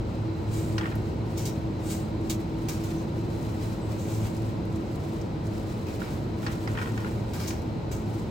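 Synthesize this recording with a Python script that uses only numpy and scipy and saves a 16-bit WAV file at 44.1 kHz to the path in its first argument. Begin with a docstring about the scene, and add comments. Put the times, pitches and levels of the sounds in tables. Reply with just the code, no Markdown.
"""A quiet supermarket aisle, close to an open refrigerated case. From the start, fans at slightly
different speeds beat against each other over the air curtain's rush and a thin whistle. Someone shifts
along the shelf, and friction makes a jacket rustle. Just before 1 s, plastic packs clack a little way off
as impacts excite their modes. Sleeve swishes follow, then softer rubbing with faint ticks and squeaks.
From 6 s to 7.5 s the packs clatter again, and the jacket gives a last few swishes."""
import sys
import numpy as np
from scipy import signal
from scipy.fft import rfft, irfft, next_fast_len
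from scipy.io import wavfile

SR = 44100
rng = np.random.default_rng(int(sys.argv[2]) if len(sys.argv) > 2 else 0)


def store_pcm(level_fs):
    """Save levels as 16-bit WAV."""
    pcm = np.round(np.clip(level_fs, -1, 1) * 32767).astype(np.int16)
    wavfile.write(sys.argv[1], SR, np.atleast_2d(pcm).T)


N = 366294
TIME = np.arange(N) / SR
FFT_SIZE = next_fast_len(N + 4000, True)
BINS_HZ = np.maximum(np.fft.rfftfreq(FFT_SIZE, 1 / SR), 1)


def from_db(db):
    """Amplitude ratio of a level in decibels."""
    return np.exp(np.asarray(db) * (np.log(10) / 20))


def unit_rms(x):
    """Normalisation to unit power."""
    return x / np.sqrt(np.mean(x ** 2) + 1e-20)


def over_time(rows):
    """Linear interpolation of each column of a curve at every sample."""
    times, *columns = np.transpose(rows)
    return [np.interp(TIME, times, column) for column in columns]


def over_hz(points):
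    """Linear interpolation on a log-frequency axis."""
    hz, value = np.transpose(points)
    return np.interp(np.log(BINS_HZ), np.log(hz), value)


def filtered(x, response):
    """Linear filtering: the spectrum is multiplied by a frequency response."""
    return irfft(rfft(x, FFT_SIZE) * response, FFT_SIZE)[..., :N]


def noise(density):
    """Two independent Gaussian noises with the given amplitude spectral density."""
    return filtered(rng.standard_normal((2, N)), density) * np.sqrt(SR / 2)


def band_noise(envelope, hz, width_hz):
    """Narrow-band noise: a resonator's response to random forcing, under an envelope."""
    out, sounding = np.zeros((2, N)), np.flatnonzero(envelope)
    b, a = signal.iirpeak(hz, hz / width_hz, fs=SR)
    band = signal.lfilter(b, a, rng.standard_normal((2, len(sounding))))
    out[:, sounding] = envelope[sounding] * unit_rms(band)
    return out


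def drift(corner_hz):
    """Slow random fluctuation: low-pass noise of unit power."""
    hop, settling = 100, 2000
    pole = np.exp(-2 * np.pi * corner_hz * hop / SR)
    white = rng.standard_normal(N // hop + settling + 2)
    slow = signal.lfilter([1], [1, -2 * pole, pole * pole], white)[settling:]
    return np.interp(np.arange(N) / hop, np.arange(len(slow)), unit_rms(slow))


def swell(at, rise, t60, hold=0):
    """Transient envelope: a quadratic rise to 1 at the given time, a hold, then exponential decay."""
    out = np.zeros(N)
    span = slice(max(int((at - rise) * SR), 0), int((at + hold + t60) * SR))
    t = TIME[span] - at
    out[span] = np.clip(1 + t / rise, 0, 1) ** 2 * from_db(-60 * np.maximum(t - hold, 0) / t60)
    return out


def wandering_phase(hz, wander_hz):
    """Phase as the time integral of a wandering frequency."""
    return 2 * np.pi * (np.cumsum(hz + wander_hz * drift(1.51)) / SR + rng.random())


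def tone(phase, fade_db):
    """Multipath fading: a tone wavers as its reflections shift; in-phase and quadrature parts."""
    angle = (phase % (2 * np.pi)).astype(np.float32)
    gain = np.sqrt(2) * from_db(fade_db * drift(6.0))
    return gain * np.array([np.sin(angle), np.cos(angle)])


def shelf_echoes(depth, count=14):
    """Comb filtering: reflections between shelves and packs interfere and ripple the spectrum."""
    delays = rng.uniform(0.001008, .016, (count, 1))
    hz = np.arange(0, SR / 2, 4)
    echoes = np.exp(-2j * np.pi * delays * hz).sum(0) * depth / np.sqrt(count)
    ripple = abs(1 + echoes * np.minimum(hz / 1000, 1))   # shallower below 1 kHz
    return np.interp(BINS_HZ, hz, ripple) / np.sqrt(1 + depth ** 2)


# spectra of the ventilation and the air curtain: (frequency [Hz], relative density [dB])
DUCT_SPECTRUM = [(20, -73), (33, -77), (46, -60.5), (65, -55), (92, -50), (128, -52.5), (190, -54),
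                 (235, -57), (280, -59.5), (325, -54), (400, -62.5), (520, -74), (800, -108.5)]
CURTAIN_SPECTRUM = [(250, -92), (400, -69.5), (510, -66.5), (620, -68), (700, -71), (770, -69.5),
                    (880, -69.5), (1000, -72.5), (1090, -76.5), (1280, -78.5), (1430, -78.5), (1620, -84.5),
                    (1750, -85.5), (1860, -82), (1990, -84.5), (2450, -85.5), (3400, -90.5), (3880, -89.5),
                    (4040, -85), (4200, -90.5), (5000, -93), (8500, -105), (11000, -117), (16000, -123)]


def airflow(rumble_db=-3.0, rush_db=-1.3):
    """Broadband flow noise: steady duct rumble and the smooth rush of the air curtain."""
    rush = noise(from_db(over_hz(CURTAIN_SPECTRUM)) * shelf_echoes(depth=0.17))
    rumble = noise(from_db(over_hz(DUCT_SPECTRUM)))
    return from_db(rumble_db) * rumble + from_db(rush_db) * rush


# the whistle, louder at some places along the shelf: (time [s], relative level [dB])
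WHISTLE_LEVELS = [(0, -66), (.9, -68), (1.2, -77), (1.7, -76), (2.0, -70), (2.6, -74), (3.1, -66),
                  (3.65, -66.5), (3.95, -76), (4.4, -72), (4.75, -66), (5.35, -76), (5.8, -69), (6.4, -75),
                  (7.0, -65), (7.6, -72), (8.0, -72)]


def whistle(hz=4033, mains_ripple_hz=100, ripple_depth=.6, line_db=-2.5, blur_db=-6.5):
    """Amplitude modulation: a thin tone in a narrow band of noise ripples with the mains."""
    level_db, = over_time(WHISTLE_LEVELS)
    line = from_db(line_db) * tone(wandering_phase(hz, wander_hz=4.0), fade_db=3.0)
    blur = band_noise(from_db(blur_db) * np.ones(N), hz, width_hz=45)
    ripple = 1 + ripple_depth * np.sin(2 * np.pi * mains_ripple_hz * TIME)
    return from_db(level_db) * (line + blur) * ripple


# hum along the shelf, shared by the fans: (time [s], fundamental level [dB], third harmonic level [dB])
HUM_LEVELS = [(0.0, -33, -44), (0.75, -33.5, -37.5), (1.2, -36, -45), (1.5, -33, -40), (1.95, -43, -40),
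              (2.25, -35.5, -38), (2.55, -45, -37.5), (2.8, -38, -38), (3.0, -49, -36.5),
              (3.15, -36, -38.5), (3.4, -34.5, -42.5), (3.6, -33.5, -36.5), (3.95, -38, -45.5),
              (4.2, -32.5, -41), (4.5, -34.5, -39), (5.4, -47, -42.5), (5.55, -37, -42), (5.85, -40.5, -52),
              (6.45, -35.5, -44), (6.75, -32, -46), (7.05, -37.5, -48), (7.7, -39.5, -46),
              (8.31, -34.5, -47)]
# its other harmonics: (multiple of the blade rate, level [dB])
FAN_HARMONICS = [(2, -43.3), (4, -50.3), (5, -53.3)]
# the fans: (blade rate [Hz], share of the hum [dB], extra gain of the overtones [dB])
FAN_ROTORS = [(108.33, -1.7, 0.5), (109.17, -12, 0.5), (112.4, -8, -6.5)]
# other motors: (frequency [Hz], level [dB], wander [Hz])
MOTOR_TONES = [(33, -64, 0.5), (48.85, -49, 0.574), (68.2, -55, 0.28), (90.3, -49, 0.49),
               (100.3, -50.5, 0.064), (147.6, -48, 0.41), (244.7, -53.5, 0.4), (264.6, -60, 0.496),
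               (465, -56.5, 0.34)]


def fans_and_motors(fade_db=0.44):
    """Beating: blade-passing tones of three fans at unequal speeds throb among other motors' tones."""
    fundamental_db, third_db = over_time(HUM_LEVELS)
    hum = 0
    for hz, share_db, overtone_db in FAN_ROTORS:
        phase = wandering_phase(hz, wander_hz=0.22)
        hum += from_db(fundamental_db + share_db) * tone(phase, fade_db)
        for multiple, db in [(3, third_db)] + FAN_HARMONICS:
            hum += from_db(db + share_db + overtone_db) * tone(multiple * phase, fade_db * multiple)
    for hz, db, wander_hz in MOTOR_TONES:
        hum += from_db(db) * tone(wandering_phase(hz, wander_hz), fade_db=2.5)
    return hum


# ticks of zip and creases: (time [s], level [dB], centre frequency [Hz], bandwidth [Hz])
CREASE_TICKS = [(0.9542, -46, 13000, 7000), (2.211, -57, 8000, 4000), (2.401, -57, 13000, 5000),
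                (3.4276, -54, 7000, 3000), (3.6237, -57, 6500, 3000), (3.7299, -51, 6000, 5000),
                (4.347, -51, 8000, 6000), (4.3664, -47, 5500, 4000), (4.4194, -52, 7000, 6000),
                (4.652, -54.5, 10400, 5000), (4.726, -55, 7000, 2000), (4.7581, -49, 6800, 3000),
                (4.9566, -50, 8500, 6000), (5.214, -47, 5600, 900), (5.4685, -50, 6800, 4000),
                (5.868, -50, 5000, 3500), (6.716, -49, 7500, 4000), (6.919, -50, 6500, 4000),
                (7.619, -50, 5000, 4000)]


def ticks():
    """Impulsive excitation: zip and creases give off bright, quickly damped bursts of noise."""
    return sum(band_noise(from_db(db) * swell(at, rise=.001, t60=0.049), hz, width_hz)
               for at, db, hz, width_hz in CREASE_TICKS)


# squeaks of film wrap: (time [s], duration [s], relative level [dB], pitch [Hz])
FILM_SQUEAKS = [(1.49, .02, -59, 5600), (2.965, .05, -65, 6100), (3.82, .06, -67.5, 7900),
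                (5.868, .035, -58.5, 2500), (5.91, .03, -68, 7000), (7.4, .04, -59, 5100),
                (7.53, .04, -64, 5700)]


def squeaks(gain_db=6.0):
    """Stick-slip friction: film slides on film at a nearly even rate, giving a narrow band of noise."""
    return sum(band_noise(from_db(db + gain_db) * swell(at, rise=0.012, t60=.15, hold=hold), hz, 110)
               for at, hold, db, hz in FILM_SQUEAKS)


# friction spectrum of the cloth: (frequency [Hz], relative density [dB])
CLOTH_SPECTRUM = [(300, -24), (900, 3.5), (1350, 3), (1700, -0.5), (2300, 1.5), (3000, -1), (4200, 0.5),
                  (6600, -1), (8200, -2.5), (10000, -3.5), (12500, -8), (15000, -2), (17000, -7.5)]
# sleeve strokes: (time of full speed [s], relative level [dB], rise [s], decay T60 [s],
# gain of the low band [dB], pitch of the weave [Hz], gain of its rasp [dB])
SLEEVE_SWISHES = [(.545, -51, 0.069, 0.94, -1, 8300, -8), (1.378, -46.5, 0.012, 0.54, -6, 6700, -8),
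                  (1.456, -41.5, 0.0055, 0.16, -19, 6600, -8), (1.475, -48, 0.0092, 0.13, -10, 6840, -8),
                  (1.87, -52, 0.077, 0.36, -10, 8600, -8), (1.91, -44.5, 0.046, 0.39, -8, 8200, -7),
                  (2.298, -38, .003, 0.155, -9, 7000, -7), (2.306, -40.5, .009, 0.135, -5, 4100, -10),
                  (2.686, -41.5, 0.0032, 0.26, 2.5, 6360, -8), (2.839, -50, 0.0074, 0.28, -8, 7150, -10),
                  (4.0, -57.5, 0.043, .5, -10, 7400, -4), (4.15, -54, 0.3, 1, -14, 7400, -9),
                  (4.27, -51.5, .025, 0.14, -1, 2300, -8), (5.885, -58, .025, .3, 12, 5500, -8),
                  (6.003, -56.5, 0.025, 1, 12, 4600, -9), (7.336, -49, 0.0063, 0.64, 7.5, 5400, -12),
                  (7.402, -49.5, 0.02, 0.74, 8, 5300, -8), (7.477, -42.5, 0.0077, 0.2, -10, 6750, -4.5),
                  (7.916, -49, 0.0057, 0.36, 2, 7400, -8)]


def swishes(gain_db=6.5, crossover_hz=2000, cross_thread_ratio=0.86):
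    """Sliding friction: noise, fuller when the cloth presses, with a rasp from the periodic weave."""
    friction = unit_rms(noise(from_db(over_hz(CLOTH_SPECTRUM)) * shelf_echoes(depth=1.0)))
    low_band = filtered(friction, 1 / (1 + (BINS_HZ / crossover_hz) ** 4))
    high_power, low_power, weave = 0, 0, 0
    for at, db, rise, t60, low_db, weave_hz, rasp_db in SLEEVE_SWISHES:
        envelope = from_db(db + gain_db) * swell(at, rise, t60)
        high_power += envelope ** 2
        low_power += (envelope * from_db(low_db)) ** 2
        for hz in (weave_hz, weave_hz * cross_thread_ratio):
            weave += band_noise(envelope * from_db(rasp_db), hz, width_hz=590)
    return np.sqrt(high_power) * (friction - low_band) + np.sqrt(low_power) * low_band + weave


# shifts of the body: (time [s], duration [s], level [dB])
BODY_SHIFTS = [(.12, .04, -62), (0.41, .65, -57), (1.32, 0.23, -55), (1.83, 0.2, -58), (2.282, 0.13, -58),
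               (2.582, 0.053, -52.5), (2.743, .17, -50), (3.015, 0.37, -58), (3.423, 0.3, -51.5),
               (3.915, 0.5, -53), (4.748, 0.17, -59), (4.974, 0.21, -55.5), (5.494, 0.69, -54),
               (6.45, 0.46, -49.5), (7.003, 0.41, -55.5), (8.1, .1, -54.5)]


def rubbing(attack_s=0.1, release_t60=0.68, rolloff_hz=12000):
    """Incoherent addition: overlapping slow rubs sum in power, their noise duller than a swish."""
    low_lift_db = over_hz([(1500, 1.5), (4000, 0)])
    spectrum = from_db(over_hz(CLOTH_SPECTRUM) + low_lift_db) / np.hypot(1, BINS_HZ / rolloff_hz)
    friction = unit_rms(noise(spectrum * shelf_echoes(depth=0.69)))
    power = 0
    for at, duration, db in BODY_SHIFTS:
        attack = np.clip(1 + (TIME - at) / attack_s, 0, 1)
        release_db = -60 * np.clip((TIME - at - duration) / release_t60, 0, 2)
        power += (attack * from_db(db + release_db)) ** 2
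    flutter_db = 2.2 * drift(18) + 1.3 * drift(5)
    return friction * np.sqrt(power) * from_db(flutter_db)


def jacket(grain_db=0.77):
    """Stick-slip friction: fibres catch and slip, giving every movement a fine grain."""
    return (swishes() + rubbing()) * from_db(grain_db * drift(130))


# modes of the packs: (frequency [Hz], bandwidth [Hz], relative level [dB], side minus mid [dB])
PACK_MODES = [(780, 140, -4.5, -2), (1050, 210, 2, -2), (1283, 66, 5, 2.5), (1430, 137, 6.5, 5.5),
              (1877, 76, 6, 0.5), (2130, 440, -4.5, 0.5), (3140, 780, -8, 1), (3670, 260, -9.5, 2),
              (5200, 220, -22.5, -6), (5860, 120, -29, 2)]


def pack_response():
    """Modal superposition: damped resonances of thin plastic add with alternating sign."""
    modes = 0
    for k, (hz, width_hz, db, side_db) in enumerate(PACK_MODES):
        resonance = 1 / (1 + 1j * (BINS_HZ - hz * hz / BINS_HZ) / width_hz)
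        modes += (-1) ** k * resonance * from_db([[db - side_db / 2], [db + side_db / 2]])
    # oblique incidence puts the side signal a quarter cycle from the mid
    return modes * [[1], [1j]] / np.sqrt(np.mean(abs(modes) ** 2))


# bright snap of a contact: (frequency [Hz], relative density [dB])
SNAP_SPECTRUM = [(700, -25), (1500, -15), (3000, -18), (3600, 3), (4900, 6), (6000, 3), (6700, -2),
                 (7450, -13), (8300, -7), (12000, -26), (16000, -20)]
# packs knocking on a shelf: (time [s], relative level [dB], brightness [dB], contact T60 [s],
# panel note [Hz], panel level [dB], rim note [Hz], rim level [dB])
PACK_KNOCKS = [(0.781, -22, -5, 0.05, 1500, -25.5, 2830, -27.5),
               (0.8102, -27.5, -14, 0.07, 1700, -29, 3300, -37),
               (0.8325, -33, -24, .05, 1400, -33, 2300, -43), (0.8420, -33, -24, .05, 1750, -35, 2300, -43),
               (0.8565, -27, -21, 0.1, 1420, -28.5, 1950, -30),
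               (0.915, -33, -18, 0.06, 1500, -40, 3900, -50),
               (0.9235, -37.5, -20, .04, 2500, -39, 3900, -50),
               (0.9445, -39, -22, .04, 1450, -41, 2500, -50),
               (6.0177, -31, -18, 0.045, 1400, -28.5, 1900, -41),
               (6.0795, -38, -20, .05, 2100, -41, 1400, -45), (6.429, -34, -18, 0.04, 1400, -39, 2400, -46),
               (6.4648, -24, -9, 0.075, 1750, -30, 4850, -33),
               (6.4695, -28.5, -11, .04, 920, -30, 4450, -37),
               (6.4815, -35, -12, .05, 1400, -39, 5300, -43), (6.675, -27, -12, 0.06, 2050, -32, 4950, -39),
               (6.7511, -33, -26, 0.11, 1400, -40, 2500, -50),
               (6.7744, -26, -23, 0.06, 1500, -29, 3100, -38),
               (6.786, -25.5, -22, 0.09, 2400, -31, 3200, -40),
               (6.8145, -26.5, -21, 0.08, 1550, -31, 2500, -39),
               (6.8245, -31.5, -24, .05, 1450, -33, 2500, -45),
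               (6.8578, -29, -24, .045, 1500, -34, 3100, -42), (6.873, -35, -24, .04, 1400, -39, 2500, -48),
               (6.9768, -27.5, -11, 0.04, 1520, -33, 7000, -43),
               (7.0458, -30, -23, .045, 1450, -31, 2100, -41), (7.066, -36, -20, .09, 1500, -41, 2100, -47),
               (7.251, -41, -20, .04, 1400, -46, 2500, -55), (7.506, -32.5, -2, 0.07, 2400, -36, 3000, -40)]


def pack_clacks(blow_db=11.0, crackle_db=-6.5, snap_db=-7.0, aisle_db=-10.0, aisle_t60=0.35):
    """Impact excitation: a blow and a crackle drive the modes under a snap; the aisle adds a dull tail."""
    blows, crackle_power, snap_power = np.zeros(N), 0, 0
    for at, db, bright_db, t60, *_ in PACK_KNOCKS:
        blows[round(at * SR)] = from_db(db + blow_db)
        contact = swell(at + 0.0005, rise=0.0022, t60=t60)
        tail = from_db(aisle_db) * swell(at + 0.016, rise=.01, t60=aisle_t60)
        crackle_power += from_db(db + crackle_db) ** 2 * (contact ** 2 + tail ** 2)
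        snap_power += (from_db(db + bright_db + snap_db) * contact) ** 2
    force = blows + np.sqrt(crackle_power) * rng.standard_normal((2, N))
    snap = np.sqrt(snap_power) * unit_rms(noise(from_db(over_hz(SNAP_SPECTRUM))))
    return filtered(force, pack_response()) + snap


def pack_notes(t60=.02):
    """Free vibration: each knock lands on another spot, whose panel and rim ring at their own notes."""
    out = np.zeros((2, N))
    for at, *_, panel_hz, panel_db, rim_hz, rim_db in PACK_KNOCKS:
        envelope = swell(at + .0005, rise=.001, t60=t60)
        ringing = np.flatnonzero(envelope)
        for hz, db in ((panel_hz, panel_db), (rim_hz, rim_db)):
            cycles = hz * (TIME[ringing] - at) + rng.random((2, 1))   # unrelated mid and side phases
            out[:, ringing] += from_db(db) * envelope[ringing] * np.sin(2 * np.pi * cycles)
    return out


# likeness of left and right, before the sign flips below: (frequency [Hz], correlation [-1 to 1])
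CORRELATION = [(30, 1), (130, 0.94), (320, 0.87), (500, 0.42), (750, 0.24), (1000, -0.14), (1550, -0.057),
               (1900, 0.15), (2500, 0.35), (4200, 0.47), (6000, 0.19), (7600, 1)]
# treble bands where left and right are in antiphase: (lower edge [Hz], upper edge [Hz])
ANTIPHASE_BANDS = [(8800, 10450), (12750, 14150)]
# balance of the pair: (frequency [Hz], left minus right [dB])
BALANCE = [(100, -0.5), (350, -0.2), (620, 1.5), (1200, 2.4), (1600, -1), (1780, -2), (2000, -0.2),
           (4500, 3.5), (6500, 2), (7500, 0)]


def microphones(field, edge_hz=130):
    """Mid-side stereo: the correlation at each frequency weights the pair's sum and difference."""
    correlation = np.clip(over_hz(CORRELATION), -1, 1)
    for low, high in ANTIPHASE_BANDS:
        correlation *= 1 - np.tanh((BINS_HZ - low) / edge_hz) + np.tanh((BINS_HZ - high) / edge_hz)
    correlation = np.clip(correlation, -1, 1)
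    mid, side = filtered(field, np.sqrt([(1 + correlation) / 2, (1 - correlation) / 2]))
    lean_db = over_hz(BALANCE) / 2
    return filtered(np.array([mid + side, mid - side]), from_db([lean_db, -lean_db]))


def scene():
    """Superposition: the case, the jacket and the packs add, each as a mid and a side signal."""
    background = fans_and_motors() + whistle() + airflow()
    return microphones(background + jacket() + ticks() + squeaks() + pack_clacks() + pack_notes())


def record(dry, cutoff_hz=15900):
    """Band limiting: a steep elliptic low-pass removes the highest treble."""
    return signal.sosfilt(signal.ellip(10, .1, 80, cutoff_hz, fs=SR, output="sos"), dry)


dry = scene()
out = record(dry)
store_pcm(out)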